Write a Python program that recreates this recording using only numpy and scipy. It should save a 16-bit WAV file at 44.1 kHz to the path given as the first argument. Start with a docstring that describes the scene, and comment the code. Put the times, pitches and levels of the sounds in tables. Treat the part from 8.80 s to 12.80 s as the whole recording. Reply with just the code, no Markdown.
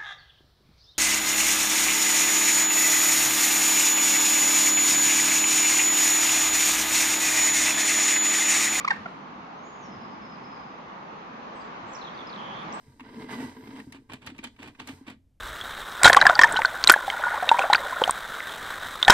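"""Birds on a lake shore.

A nearby water bird gives three quick, loud harmonic squeaks amid softer ones.
Songbirds in the trees sing thin whistles, tumbling slurs and a short buzz; trees and bank echo.
Behind them: the slowly swelling tyre roar of far traffic, a low rumble, wind puffs, a faint hiss."""
import sys
import numpy as np
from scipy import signal
from scipy.fft import rfft, irfft
from scipy.io import wavfile
from scipy.ndimage import uniform_filter1d

SR = 44100
rng = np.random.default_rng(int(sys.argv[2]) if len(sys.argv) > 2 else 0)


def waveform_to_disk(signal):
    """Save audio, clipped to [-1, 1], as 16-bit WAV at the path in sys.argv[1]."""
    frames = np.transpose(np.atleast_2d(signal))
    scaled = np.clip(frames, -1, 1) * 32767
    samples = np.round(scaled).astype(np.int16)
    wavfile.write(sys.argv[1], SR, samples)


N = 176400

# Rumble and puffs. Each row: frequency in Hz, left-right correlation from -1 to 1.
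LOW_COHERENCE = [(50, .78), (150, 0.96), (250, 0.83), (500, 0.55)]
# Roar and hiss. Each row: frequency in Hz, left-right correlation from -1 to 1.
ROAR_COHERENCE = [(300, 0.86), (550, 0.3), (850, -0.058), (1300, -0.22), (2000, -0.063), (4000, 0.031)]


def amp(db):
    """Decibels to gain."""
    return 10 ** (np.asarray(db) / 20)


def unit(x):
    """Scale to rms 1."""
    return x / np.sqrt(np.mean(x ** 2) + 1e-20)


def at_hz(points, hz):
    """Interpolate a table over log frequency."""
    table_hz, value = np.transpose(points)
    return np.interp(np.log(hz + 1), np.log(table_hz + 1), value)


def envelope(points):
    """Gain per sample from rows of time in seconds, level in dB."""
    return amp(np.interp(np.arange(N) / SR, *np.transpose(points)))


def add(mix, start_s, sound):
    """Mix a sound in at start_s."""
    part = mix[max(round(start_s * SR), 0):][:len(sound)]
    part += sound[:len(part)]


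def pan(db):
    """Stereo gains, left louder by db."""
    return amp([[db / 2], [-db / 2]])


def place(x, pan_db, lag_s=0):
    """Mono to stereo: left is louder by pan_db and later by lag_s."""
    delay = np.exp(-2j * np.pi * np.fft.rfftfreq(2 * N, 1 / SR) * lag_s)
    left = irfft(rfft(x, 2 * N) * delay)[:N]
    return np.array([left, x]) * pan(pan_db)


def fade(t, length_s, rise_s, fall_s):
    """Smooth attack, hold and release."""
    attack = np.sin(np.pi / 2 * np.clip(t / rise_s, 0, 1))
    return attack * np.sin(np.pi / 2 * np.clip((length_s - t) / fall_s, 0, 1)) ** 2


def waver(t, depth, size=44):
    """Random factor near 1, smoothed twice over size samples."""
    drift = uniform_filter1d(uniform_filter1d(rng.standard_normal(SR), size), size)
    return 1 + depth * unit(drift)[:len(t)]


def water_bird():
    """Short bending squeaks, two strong harmonics under a raspy edge, echoing off the bank."""
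    # Each row: start and length in seconds, level in dB, start and end pitch in Hz,
    # second-harmonic gain and upper-harmonic gain in dB.
    squeaks = [(.003, 0.02, -34.5, 1120, 1230, -2.5, -11.5), (0.0456, 0.012, -18, 1108, 1450, -11.5, -11.5),
               (0.0758, 0.015, -19.5, 994, 1306, 0.5, -5), (0.104, 0.015, -24, 960, 778, 9.5, -3.5),
               (0.1138, 0.013, -31, 816, 755, 9.5, -14), (0.257, 0.015, -34, 720, 616, 5, -16.5)]
    # Upper-harmonic colour. Each row: frequency in Hz, gain in dB.
    beak = [(2000, 17), (2600, 0.5), (3100, -16), (3700, -6.5), (5200, -14.5), (6400, -19.5), (7500, -25),
            (9000, -30), (12000, -46), (13500, -39)]
    # Each row: delay in seconds, gain in dB, left minus right in dB.
    bank_echoes = [(0.02, -22, -12), (0.031, -27.5, -8), (0.055, -22.5, -6)]
    out = np.zeros(N)
    for start_s, length_s, db, from_hz, to_hz, second_db, upper_db in squeaks:
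        t = np.arange(0, length_s, 1 / SR)
        hz = (from_hz + (to_hz - from_hz) * (t / length_s) ** 1.62) * waver(t, 0.029, size=20)
        phase = 2 * np.pi * np.cumsum(hz) / SR
        swell = fade(t, length_s, rise_s=0.0043, fall_s=0.0071)
        rasp = sum(amp(at_hz(beak, k * hz)) * np.sin(k * phase + 2 * waver(t, 0.25, size=26))
                   for k in range(3, 14))
        voice = np.sin(phase) + amp(second_db) * np.sin(2 * phase) + amp(upper_db) * swell * rasp
        shimmer = waver(t, 0.12, size=30)
        add(out, start_s, amp(db) * swell * shimmer * voice)
    bank = sum(amp(db) * place(np.roll(out, round(delay_s * SR)), pan_db)
               for delay_s, db, pan_db in bank_echoes)
    return place(out, pan_db=-1, lag_s=-0.00017) + bank + amp(-15.5) * shore(out)


def whistles(notes, jitter, edge_s):
    """Pure, unsteady tones, each on a parabola through three pitches."""
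    out = np.zeros(N)
    for start_s, length_s, from_hz, mid_hz, to_hz, db in notes:
        t = np.arange(0, length_s, 1 / SR)
        contour = np.polyfit([0, 0.5, 1], [from_hz, mid_hz, to_hz], 2)
        hz = np.polyval(contour, t / length_s) * waver(t, jitter)
        tone = np.sin(2 * np.pi * np.cumsum(hz) / SR)
        add(out, start_s, amp(db) * fade(t, length_s, edge_s, edge_s) * tone)
    return out


def song_buzz():
    """A tone whose pitch and strength flutter together at a slowing rate."""
    start_s, length_s, swing_hz = 3.565, 0.276, 211
    t = np.arange(0, length_s, 1 / SR)
    flutter_hz = np.linspace(170, 138, len(t))
    flutter = 2 * np.pi * np.cumsum(flutter_hz) / SR
    centre_hz = np.interp(t / length_s, [0, 0.5, 1], [3230, 3185, 3500])
    hz = (centre_hz + swing_hz * np.sin(flutter)) * waver(t, 0.0176)
    strength = amp(-49.5) * fade(t, length_s, rise_s=0.024, fall_s=0.014) * (1 - 0.2 * np.cos(flutter))
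    out = np.zeros(N)
    add(out, start_s, strength * np.sin(2 * np.pi * np.cumsum(hz) / SR))
    return out


def near_songbird():
    """Tumbling slurs, doubled by a close branch echo, and a buzz."""
    # Each row: start and length in seconds, start, middle and end pitch in Hz, level in dB.
    slurs = [(2.805, 0.023, 4850, 4820, 4760, -59), (3.131, 0.011, 6750, 6250, 6500, -48),
             (3.144, 0.007, 7600, 7000, 6850, -58), (3.147, 0.016, 5600, 5600, 5000, -44.5),
             (3.160, 0.011, 6200, 6800, 6300, -53), (3.183, .013, 4900, 4560, 4300, -54),
             (3.211, 0.014, 4300, 3990, 4050, -46), (3.224, 0.007, 3850, 3580, 3400, -42.5),
             (3.245, 0.013, 4180, 3570, 3480, -45), (3.269, 0.016, 3550, 3330, 3750, -44.5),
             (3.281, 0.0096, 3580, 3300, 3250, -47), (3.341, 0.018, 4680, 4730, 4650, -57),
             (3.374, .011, 5030, 3950, 3250, -49), (3.389, 0.01, 3840, 3450, 3150, -41.5),
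             (3.404, 0.017, 3480, 3370, 3580, -46), (3.469, 0.0092, 5050, 5100, 5100, -45),
             (3.493, 0.0158, 5460, 4540, 4400, -49), (3.527, 0.0074, 4330, 3900, 4170, -43),
             (3.535, 0.0087, 3870, 3410, 3300, -43), (3.559, .008, 4300, 3500, 2950, -43),
             (3.922, .01, 4700, 6100, 7650, -45)]
    branch_delay_s = 0.0085
    buzz = song_buzz()
    song = whistles(slurs, jitter=0.035, edge_s=0.004)
    add(song, branch_delay_s, amp(-11.5) * song)
    direct = place(song, pan_db=-6.5, lag_s=0.00022) + place(buzz, pan_db=-10)
    return direct + amp(-5.5) * shore(song + buzz)


def high_calls():
    """Thin, very high slurs that swell and fade."""
    # Each row: start and length in seconds, start, middle and end pitch in Hz, level in dB.
    notes = [(2.745, 0.14, 8000, 7640, 7040, -69.5), (3.062, 0.1, 6900, 7560, 7460, -63),
             (3.93, 0.04, 7650, 7770, 8040, -49.5), (3.955, 0.063, 8300, 7900, 7700, -66)]
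    calls = whistles(notes, jitter=0.011, edge_s=0.02)
    return place(calls, pan_db=3.5, lag_s=0.00022) + amp(-8) * shore(calls)


def far_songbird():
    """High whistles, a drop, then a run of small, wavering arches blurred by the trees."""
    # Each row: start and length in seconds, start, middle and end pitch in Hz, level in dB.
    notes = [(.772, 0.052, 6050, 6400, 6400, -71), (.822, 0.092, 6300, 6740, 6620, -64),
             (.9, 0.17, 6670, 6630, 6640, -68.5), (1.01, 0.067, 6700, 5760, 5150, -58),
             (1.79, 0.15, 5030, 5010, 4870, -69)]
    # Each row: start and length in seconds, middle pitch in Hz, level in dB.
    repeats = [(1.098, 0.069, 5070, -59), (1.205, 0.059, 5090, -60), (1.3, .055, 5080, -61.5),
               (1.409, .06, 5150, -61), (1.492, .068, 5050, -60), (1.624, 0.052, 5130, -60),
               (1.714, .06, 5050, -57.5)]
    rise_hz, drop_hz = 15, 200
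    arches = [(start_s, length_s, hz - rise_hz, hz, hz - drop_hz, db)
              for start_s, length_s, hz, db in repeats]
    flicker_db = 2 * unit(uniform_filter1d(rng.standard_normal(N), size=600))
    song = amp(flicker_db) * whistles(list(notes) + arches, jitter=0.008, edge_s=0.018)
    return place(song, pan_db=-2) + amp(-1) * shore(song)


def shore(x):
    """Scattered echoes from trees and bank, each band dying at its own rate."""
    # Each row: frequency in Hz, T60 in seconds.
    decay = [(500, 0.18), (1500, 0.29), (4000, 0.58), (8000, 0.38)]
    build_s = 0.016
    taps = rng.standard_normal((2, SR)) * (rng.random((2, SR)) < 0.1)
    taps *= np.minimum(np.arange(SR) / SR / build_s, 1)
    hz, t, bands = signal.stft(taps, SR, nperseg=256)
    tail = signal.istft(bands * amp(-60 * t / at_hz(decay, hz)[:, None]), SR, nperseg=256)[1]
    return signal.fftconvolve(x[None], tail / np.linalg.norm(tail[0]), axes=1)[:, :N]


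def air(spectrum, coherence, patchy_db, road_share=0, tilt=None, size=2048):
    """Diffuse stereo noise, rms 1, with drifting patches; road_share of its power comes from the road."""
    hop, road_lag_s = size // 4, 0.00047
    hz, t = np.fft.rfftfreq(size, 1 / SR), np.arange(N // hop + 5) * hop / SR
    shape = (3, len(t), len(hz))
    left, other, road = rng.standard_normal(shape) + 1j * rng.standard_normal(shape)
    same = np.clip(at_hz(coherence, hz), -1, 1)
    right = same * left + np.sqrt(1 - same ** 2) * other
    bands = np.sqrt(1 - road_share) * np.array([left, right])
    bands += np.sqrt(road_share) * np.array([road * np.exp(-2j * np.pi * hz * road_lag_s), road])
    drift = uniform_filter1d(rng.standard_normal(left.shape), size=8, axis=0)
    patches = unit(uniform_filter1d(drift, size=12, axis=1))
    gain_db = at_hz(spectrum, hz) + patchy_db * patches
    if tilt is not None:
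        treble_weight = at_hz([(1200, 0.081), (2200, 0.69)], hz)
        gain_db += np.interp(t, *tilt)[:, None] * treble_weight
    noise = signal.istft((bands * amp(gain_db)).swapaxes(1, 2), nperseg=size, noverlap=size - hop)[1]
    return unit(noise[:, :N])


def traffic():
    """Far tyre roar that slowly swells while its brightness shifts."""
    # Each row: frequency in Hz, relative density in dB.
    spectrum = [(150, -21.5), (330, -6.5), (470, -4), (600, -5), (850, 0.5), (1150, 1), (1450, -6),
                (2200, -10.5), (2800, -14.5), (4000, -21.5), (5000, -26.5), (6600, -31.5), (7300, -43),
                (8200, -73), (11000, -76)]
    # Each row: time in seconds, relative roar level in dB, treble control in dB before weighting.
    swell = [(0, -46.5, -49.5), (.4, -45, -59), (.9, -45.5, -58.5), (2.1, -44.5, -58.5), (2.5, -45, -57.5),
             (2.85, -42.5, -55.5), (3.4, -43, -54), (4, -40, -52)]
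    time_s, roar_db, treble_db = np.transpose(swell)
    tilt = (time_s, treble_db - roar_db + 10)
    roar = air(spectrum, ROAR_COHERENCE, patchy_db=0.75, road_share=0.13, tilt=tilt)
    return roar * amp(np.interp(np.arange(N) / SR, time_s, roar_db) + 3) * pan(-0.5)


def rumble():
    """Low, nearly mono rumble of wind and distance."""
    # Each row: frequency in Hz, relative density in dB.
    spectrum = [(20, -51.5), (31, -41), (42, -17), (52, -12.5), (66, -10.5), (90, -15), (120, -4.5),
                (165, 2), (235, 5.5), (320, -2.5), (450, -16), (800, -70)]
    # Each row: time in seconds, relative level in dB.
    levels = [(0, -48), (.5, -47.5), (.9, -51.5), (1.1, -45), (1.35, -47), (1.6, -49), (2.15, -51),
              (2.45, -49), (3.1, -49.5), (3.5, -49.5), (3.8, -45.5), (4, -46)]
    noise = air(spectrum, LOW_COHERENCE, patchy_db=1.5, size=8192)
    return noise * envelope(levels) * amp(0.5) * pan(-1)


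def wind_puffs():
    """Soft, low pushes of wind on the microphones."""
    # Each row: peak time in seconds, level in dB.
    puffs = [(.2, -53), (.62, -58.5), (1.17, -54), (1.26, -66), (1.81, -73), (3.05, -55)]
    # Each row: frequency in Hz, relative density in dB.
    spectrum = [(20, -37), (45, -30), (80, 5), (115, 5), (170, -20), (400, -63)]
    t, sigma_s = np.arange(N) / SR, 0.014
    push = sum(amp(db) * np.exp(-0.5 * ((t - peak_s) / sigma_s) ** 2) for peak_s, db in puffs)
    return push * air(spectrum, LOW_COHERENCE, patchy_db=-1)


def hiss():
    """Faint top hiss that falls away early and grows again as the traffic swells."""
    # Each row: frequency in Hz, relative density in dB.
    spectrum = [(4000, -23.5), (7500, 1.5), (10000, 6), (11500, -5), (13000, -6.5)]
    # Each row: time in seconds, level in dB.
    levels = [(0, -76), (.6, -95.5), (1.3, -92), (2.3, -94.5), (3.1, -92), (3.45, -83), (4, -85)]
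    return air(spectrum, ROAR_COHERENCE, patchy_db=6.5, size=1024) * envelope(levels)


def scene():
    """Birds over wind and far traffic."""
    background = rumble() + wind_puffs() + traffic() + hiss()
    return background + water_bird() + near_songbird() + high_calls() + far_songbird()


def record(dry):
    """The recorder's band limit."""
    cutoff_hz = 13200
    lowpass = signal.firwin(511, cutoff_hz, window=("kaiser", 9), fs=SR)
    return signal.oaconvolve(dry, lowpass[None], "same")


dry = scene()
out = record(dry)
waveform_to_disk(out)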